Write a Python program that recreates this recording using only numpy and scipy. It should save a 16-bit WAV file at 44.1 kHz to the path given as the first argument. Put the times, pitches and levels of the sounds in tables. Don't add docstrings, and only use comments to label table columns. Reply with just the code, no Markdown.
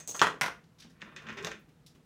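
import sys
import numpy as np
from scipy import signal
from scipy.fft import rfft, irfft
from scipy.io import wavfile

SR = 44100
rng = np.random.default_rng(int(sys.argv[2]) if len(sys.argv) > 2 else 0)


def put_to_file(sound):
    columns = np.atleast_2d(sound).T
    safe = np.clip(columns, -1, 1)
    whole_steps = np.round(safe * 32767)
    wavfile.write(sys.argv[1], SR, whole_steps.astype(np.int16))


N = 90404
SIZE = 18432
RAMP_RING_DB, RAMP_LAG_S = -30.5, .004

# pitch in Hz, relative level in dB, T60 in seconds.
TABLE_MODES = [(419, -1, 0.3), (545, -10, .25), (691, -4, .25), (782, -10, .25), (835, -17, .25),
               (902, -4, 0.16), (998, -0.5, .22), (1061, -2, .2), (1174, -3.5, .22), (1220, -7, .2),
               (1376, -3, 0.16), (1530, -3, .22), (1584, 0, .22), (1940, 1, .22)]
RAMP_MODES = [(161, -5, .3), (224, -6, 0.12), (371, -4.5, 0.21), (547, -3, 0.18), (1570, 0.5, .12),
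              (1859.5, 3, .12), (2355, -1.5, .1), (2725, 1, .1)]
# centre in Hz, width in Hz, boost in dB.
RAMP_BODY = [(1454, 90, 3.1), (1820, 330, 5), (2490, 130, 6.2), (2753, 110, 5), (3550, 160, 7.5),
             (5200, 230, 4)]


def undb(db):
    return 10 ** (np.asarray(db) / 20)


def unit(x):
    return x / np.sqrt(np.mean(x ** 2))


def read(points, hz):
    f, value = np.array(points).T
    return np.interp(np.log(np.maximum(hz, 1)), np.log(f), value)


def waver(centre_hz, width_hz):
    hz = np.fft.rfftfreq(N, 1 / SR)
    resonance = 1 / (1 + (2 * (hz - centre_hz) / width_hz) ** 2)
    tone = signal.hilbert(irfft(rfft(rng.standard_normal(N)) * resonance, N))
    return unit(tone.real / np.sqrt(np.abs(tone)))


def pulse(colour, tilt_db=0, body=(), lag_s=0):
    hz = np.fft.rfftfreq(SIZE, 1 / SR)
    db = read(colour, hz) + tilt_db * np.log2(np.maximum(hz / 1000, 1))
    db += sum(boost / (1 + (2 * (hz - f) / width) ** 2) for f, width, boost in body)
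    cepstrum = irfft(np.log(undb(db)))[:SIZE // 2]
    minimum_phase = np.exp(rfft(2 * cepstrum * (np.arange(SIZE // 2) > 0), SIZE))
    bending = np.exp(-4j * np.pi * lag_s * np.sqrt(1000 * hz))
    return irfft(minimum_phase * bending)[:SIZE // 8] / np.abs(irfft(minimum_phase)).max()


def room(room_db):
    # frequency in Hz, T60 in seconds.
    decay = [(100, 0.3), (260, 0.4941), (700, 0.25), (1840, 0.2737), (4200, 0.243), (7500, 0.23),
             (12800, 0.22)]
    chatter_hz, first_echo_s, build_s, near_db = 3000, .0011, .0028, 2.5
    t, hz = np.arange(SIZE) / SR, np.fft.rfftfreq(SIZE, 1 / SR)
    fade = lambda t60: np.exp(-np.log(1000) * t / t60)
    split = lambda x, side: signal.sosfilt(signal.butter(2, chatter_hz, side, fs=SR, output="sos"), x)
    band = lambda centre: read([(f, f == centre) for f, _ in decay], hz)
    chatter = rng.standard_normal(SIZE) * fade(t60=.0065)
    direct = split(1. 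* (t == 0), "low") + split(chatter / np.linalg.norm(chatter), "high")
    echoes = rfft(rng.standard_normal(SIZE) * undb(-rng.standard_normal(SIZE)))
    tail = sum(irfft(echoes * band(centre)) * fade(t60) for centre, t60 in decay)
    tail *= np.clip((t - first_echo_s) / build_s, 0, 1)
    tail *= 1 + undb(near_db) * fade(t60=.04)
    return direct + undb(room_db) * tail / np.linalg.norm(tail)


def contacts(hits, colour, modes=(), ring_db=0, body=(), lag_s=0):
    t = np.arange(SIZE) / SR
    ringing = sum(undb(db) * np.sin(2 * np.pi * hz * t) * np.exp(-np.log(1000) * t / t60)
                  for hz, db, t60 in modes)
    out = np.zeros(N)
    for start_s, db, tilt_db, room_db in hits:
        blow = signal.fftconvolve(room(room_db), pulse(colour, tilt_db, body, lag_s))[:SIZE]
        start = int(start_s * SR)
        out[start:start + SIZE] += undb(db) * (blow + undb(ring_db) * ringing)[:N - start]
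    return out


def room_tone():
    # frequency in Hz, relative level in dB.
    colour = [(15, -55), (25, -27.5), (48, -5), (92, -11), (157, -4), (217, -10.5), (363, -17.5),
              (394, -21), (489, -14.5), (531, -22.5), (677, -23), (1260, -26.5), (3520, -34.5), (3920, -35),
              (16000, -47)]
    hz = np.fft.rfftfreq(N, 1 / SR)
    air = irfft(rfft(rng.standard_normal(N)) * undb(read(colour, hz)), N)
    return undb(-63) * unit(air) + undb(-68) * waver(centre_hz=163, width_hz=12)


def table_thuds():
    # start in seconds, level in dB, tilt in dB per octave, room send in dB.
    hits = [(0.09, -49.5, 0, 9.5), (0.2165, -30.5, -0.5, 8), (0.413, -43, 0, 4), (0.845, -53, -2, 11),
            (1.687, -55.5, 1, 11), (1.95, -49.5, 0.5, 8), (1.985, -64, 2, 5.5)]
    # frequency in Hz, relative level in dB.
    colour = [(40, -17), (120, -2.5), (250, -5.5), (420, -13.5), (800, -23), (3000, -25.5), (12000, -43)]
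    return contacts(hits, colour)


def loose_ticks():
    # start in seconds, level in dB, tilt in dB per octave, room send in dB.
    hits = [(0.636, -63, 0.5, 13.5), (0.7852, -51.5, 0.5, 12), (0.7996, -43.5, 2.5, 10),
            (0.8215, -38.5, -3.5, 6.5), (0.8989, -54.5, 4.5, 9), (1.593, -46, 29, 6), (1.8638, -40, 5, 6)]
    # frequency in Hz, relative level in dB.
    colour = [(100, -15.5), (700, -19.5), (1300, -12), (2000, -6.5), (3700, 1.5), (4500, 0), (5500, 1),
              (7500, -10), (11000, -16.5), (16000, -27.5)]
    return contacts(hits, colour)


def metal_jingle():
    # start in seconds, level in dB, tilt in dB per octave, room send in dB.
    hits = [(0.001, -33, -2, 5), (0.0755, -24.5, 2, 2.5), (0.0795, -28.5, 3.5, 0.5), (0.082, -29.5, -2, 2),
            (0.0895, -29.5, -3, 7.5), (0.0963, -31, 0.5, 8.5), (0.1115, -29.5, -0.5, 4.5),
            (0.1462, -32.5, -2.5, 11), (0.1642, -27, 2.5, 0.5), (0.185, -41, -0.5, 1)]
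    # frequency in Hz, relative level in dB.
    colour = [(100, -27.5), (600, -15.5), (1800, -30), (3500, -20.5), (5500, -17), (6450, -1.5),
              (7300, -13.5), (7900, -9.5), (9500, -22), (13500, -31.5), (14800, -20), (16000, -38.5)]
    # pitch in Hz, relative level in dB, T60 in seconds.
    modes = [(6433, 1, .26), (6560, -8.5, .25), (6915, -12, 0.25), (7811, -13.5, 0.069), (14800, -10.5, .1)]
    return contacts(hits, colour, modes, ring_db=-19)


def cart_rolling():
    # time in seconds, level in dB.
    levels = [(0.78, -68), (0.84, -70.5), (0.98, -69), (1.05, -50.5), (1.14, -61), (1.23, -51.5),
              (1.3, -49), (1.35, -53), (1.399, -45), (1.48, -42), (1.531, -51), (1.59, -78)]
    # frequency in Hz, relative level in dB.
    colour = [(40, -24.5), (100, 3), (160, 2.5), (300, -1.5), (410, 4), (560, -3.5), (800, -7), (1200, 0.5),
              (1900, -5), (2800, -7), (4500, -20.5), (6500, -38), (10000, -37), (16000, -38.5)]
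    # peak time in seconds, half-length in seconds, pitch in Hz, level in dB.
    swells = [(0.881, 0.046, 249, -60), (1.061, 0.063, 206.5, -59.5), (1.193, 0.071, 152, -59.5),
              (1.295, .05, 224, -51), (1.442, 0.045, 161, -49.5), (1.412, 0.043, 398.5, -48.5),
              (1.471, 0.06, 434, -48.5), (1.595, 0.046, 218, -61)]
    bumps_per_s, spread_db = 450, 3.5
    t = np.arange(N) / SR
    bumps = (rng.random(N) < bumps_per_s / SR) * rng.choice([-1, 1], N)
    bumps = bumps * undb(spread_db * rng.standard_normal(N))
    path = signal.fftconvolve(room(room_db=-.5), pulse(colour, body=RAMP_BODY, lag_s=RAMP_LAG_S))
    times, db = np.array(levels).T
    force = unit(bumps) * undb(np.interp(t, times, db)) * (t > times[0]) * (t < times[-1])
    drone = sum(undb(level) * np.exp(-((t - peak_s) / half_s) ** 2) * waver(hz, width_hz=22)
                for peak_s, half_s, hz, level in swells)
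    return signal.fftconvolve(force, path / np.linalg.norm(path))[:N] + drone


def ramp_jolts():
    # start in seconds, level in dB, tilt in dB per octave, room send in dB.
    hits = [(0.001, -42, -5, 6.5), (0.1925, -17.5, 5, 0), (0.2008, -28.5, 0.5, 0.5), (1.0062, -43.5, -1, 6),
            (1.0162, -29.5, -1, -0.5), (1.022, -30.5, -9.5, -2), (1.1203, -39.5, -16, -2),
            (1.1615, -27, 0, 2.5), (1.2, -45, -7, -3), (1.222, -44, 3.5, 0), (1.266, -33.5, -5.5, 7.5),
            (1.285, -27.5, -4.5, 1), (1.293, -25, -6.5, -1.5), (1.301, -30.5, -3.5, -0.5),
            (1.326, -37, 0, 3), (1.3705, -33.5, -3, 10.5), (1.379, -39, -1.5, 2), (1.384, -29, -2.5, 3),
            (1.425, -38.5, 6.5, 5), (1.5145, -24.5, -0.5, -0.5)]
    # frequency in Hz, relative level in dB.
    colour = [(60, -17.5), (200, -7), (750, -17.5), (1200, -6), (1900, -2), (2800, -2.5), (3600, -7.5),
              (4800, -13.5), (6300, -9.5), (8000, -21), (10000, -33.5), (16000, -42)]
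    return contacts(hits, colour, RAMP_MODES, RAMP_RING_DB, RAMP_BODY, RAMP_LAG_S)


def end_stop():
    # start in seconds, level in dB, tilt in dB per octave, room send in dB.
    hits = [(1.4465, -18, 3, -2.5), (1.4597, -35, 0, -3), (1.4692, -18.5, -2, -2.5),
            (1.4728, -21, -0.5, -8)]
    # frequency in Hz, relative level in dB.
    colour = [(60, -10), (200, -32), (400, -10.5), (600, 3), (750, -1.5), (950, -0.5), (1400, -1),
              (2000, -1.5), (2750, -1), (3150, -9.5), (3550, 2), (4700, -8), (6100, -2), (7500, -12.5),
              (10000, -26), (12000, -20.5), (13300, -28), (15000, -32)]
    return contacts(hits, colour, RAMP_MODES, RAMP_RING_DB, lag_s=.001488)


def hard_clacks():
    # start in seconds, level in dB, tilt in dB per octave, room send in dB.
    hits = [(0.4115, -7.5, 1, 0), (0.4152, -15, 0.5, -1), (0.4176, -16, 0.5, -2.5), (0.431, -16, -2, 5),
            (0.4612, -16.5, -1, 0.5)]
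    # frequency in Hz, relative level in dB.
    colour = [(40, -41), (160, -4), (300, -14.5), (650, -5), (1000, -6), (1600, -2.5), (2100, -1.5),
              (3000, -6.5), (4600, -14), (5800, -15.5), (7500, -21), (11000, -21), (16000, -32.5)]
    # centre in Hz, width in Hz, boost in dB.
    body = [(1000, 150, 9.4), (1453, 90, 11), (2075, 170, 4.7), (2540, 52, 2.5), (5830, 1400, 7.2),
            (8500, 255, 5)]
    return contacts(hits, colour, TABLE_MODES, ring_db=-36, body=body, lag_s=.00124)


def weight_knocks():
    # start in seconds, level in dB, tilt in dB per octave, room send in dB.
    hits = [(0.1452, -32, -2.5, 8), (0.2156, -2.5, -1, 3), (0.2345, -19.5, 3, -7.5),
            (0.2688, -12.5, -1, -1.5), (0.4815, -21.5, -3, -5.5)]
    # frequency in Hz, relative level in dB.
    colour = [(30, -39.5), (110, -19.5), (240, -21.5), (450, -8), (700, -12), (1000, -1.5), (1400, -2.5),
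              (1900, -9), (2300, -15), (3300, -14), (3900, -21), (6800, -22), (10000, -33), (16000, -43)]
    # centre in Hz, width in Hz, boost in dB.
    body = [(1131, 260, 0.5), (1857, 110, 4), (2510, 130, 4.5), (3300, 340, 4.5), (4090, 120, 8),
            (6570, 230, 4), (8100, 200, 3), (11100, 250, 7.5)]
    return contacts(hits, colour, TABLE_MODES, ring_db=-28, body=body, lag_s=.0012)


def scene():
    strikes = weight_knocks() + hard_clacks() + metal_jingle() + ramp_jolts() + end_stop()
    return (strikes + loose_ticks() + table_thuds() + cart_rolling() + room_tone())[None]


def record(dry):
    low_cut_hz, top_hz = 45, 15900
    thin = signal.sosfilt(signal.butter(3, low_cut_hz, "high", fs=SR, output="sos"), dry)
    return signal.sosfilt(signal.ellip(10, .2, 70, top_hz, fs=SR, output="sos"), thin)


dry = scene()
out = record(dry)
put_to_file(out)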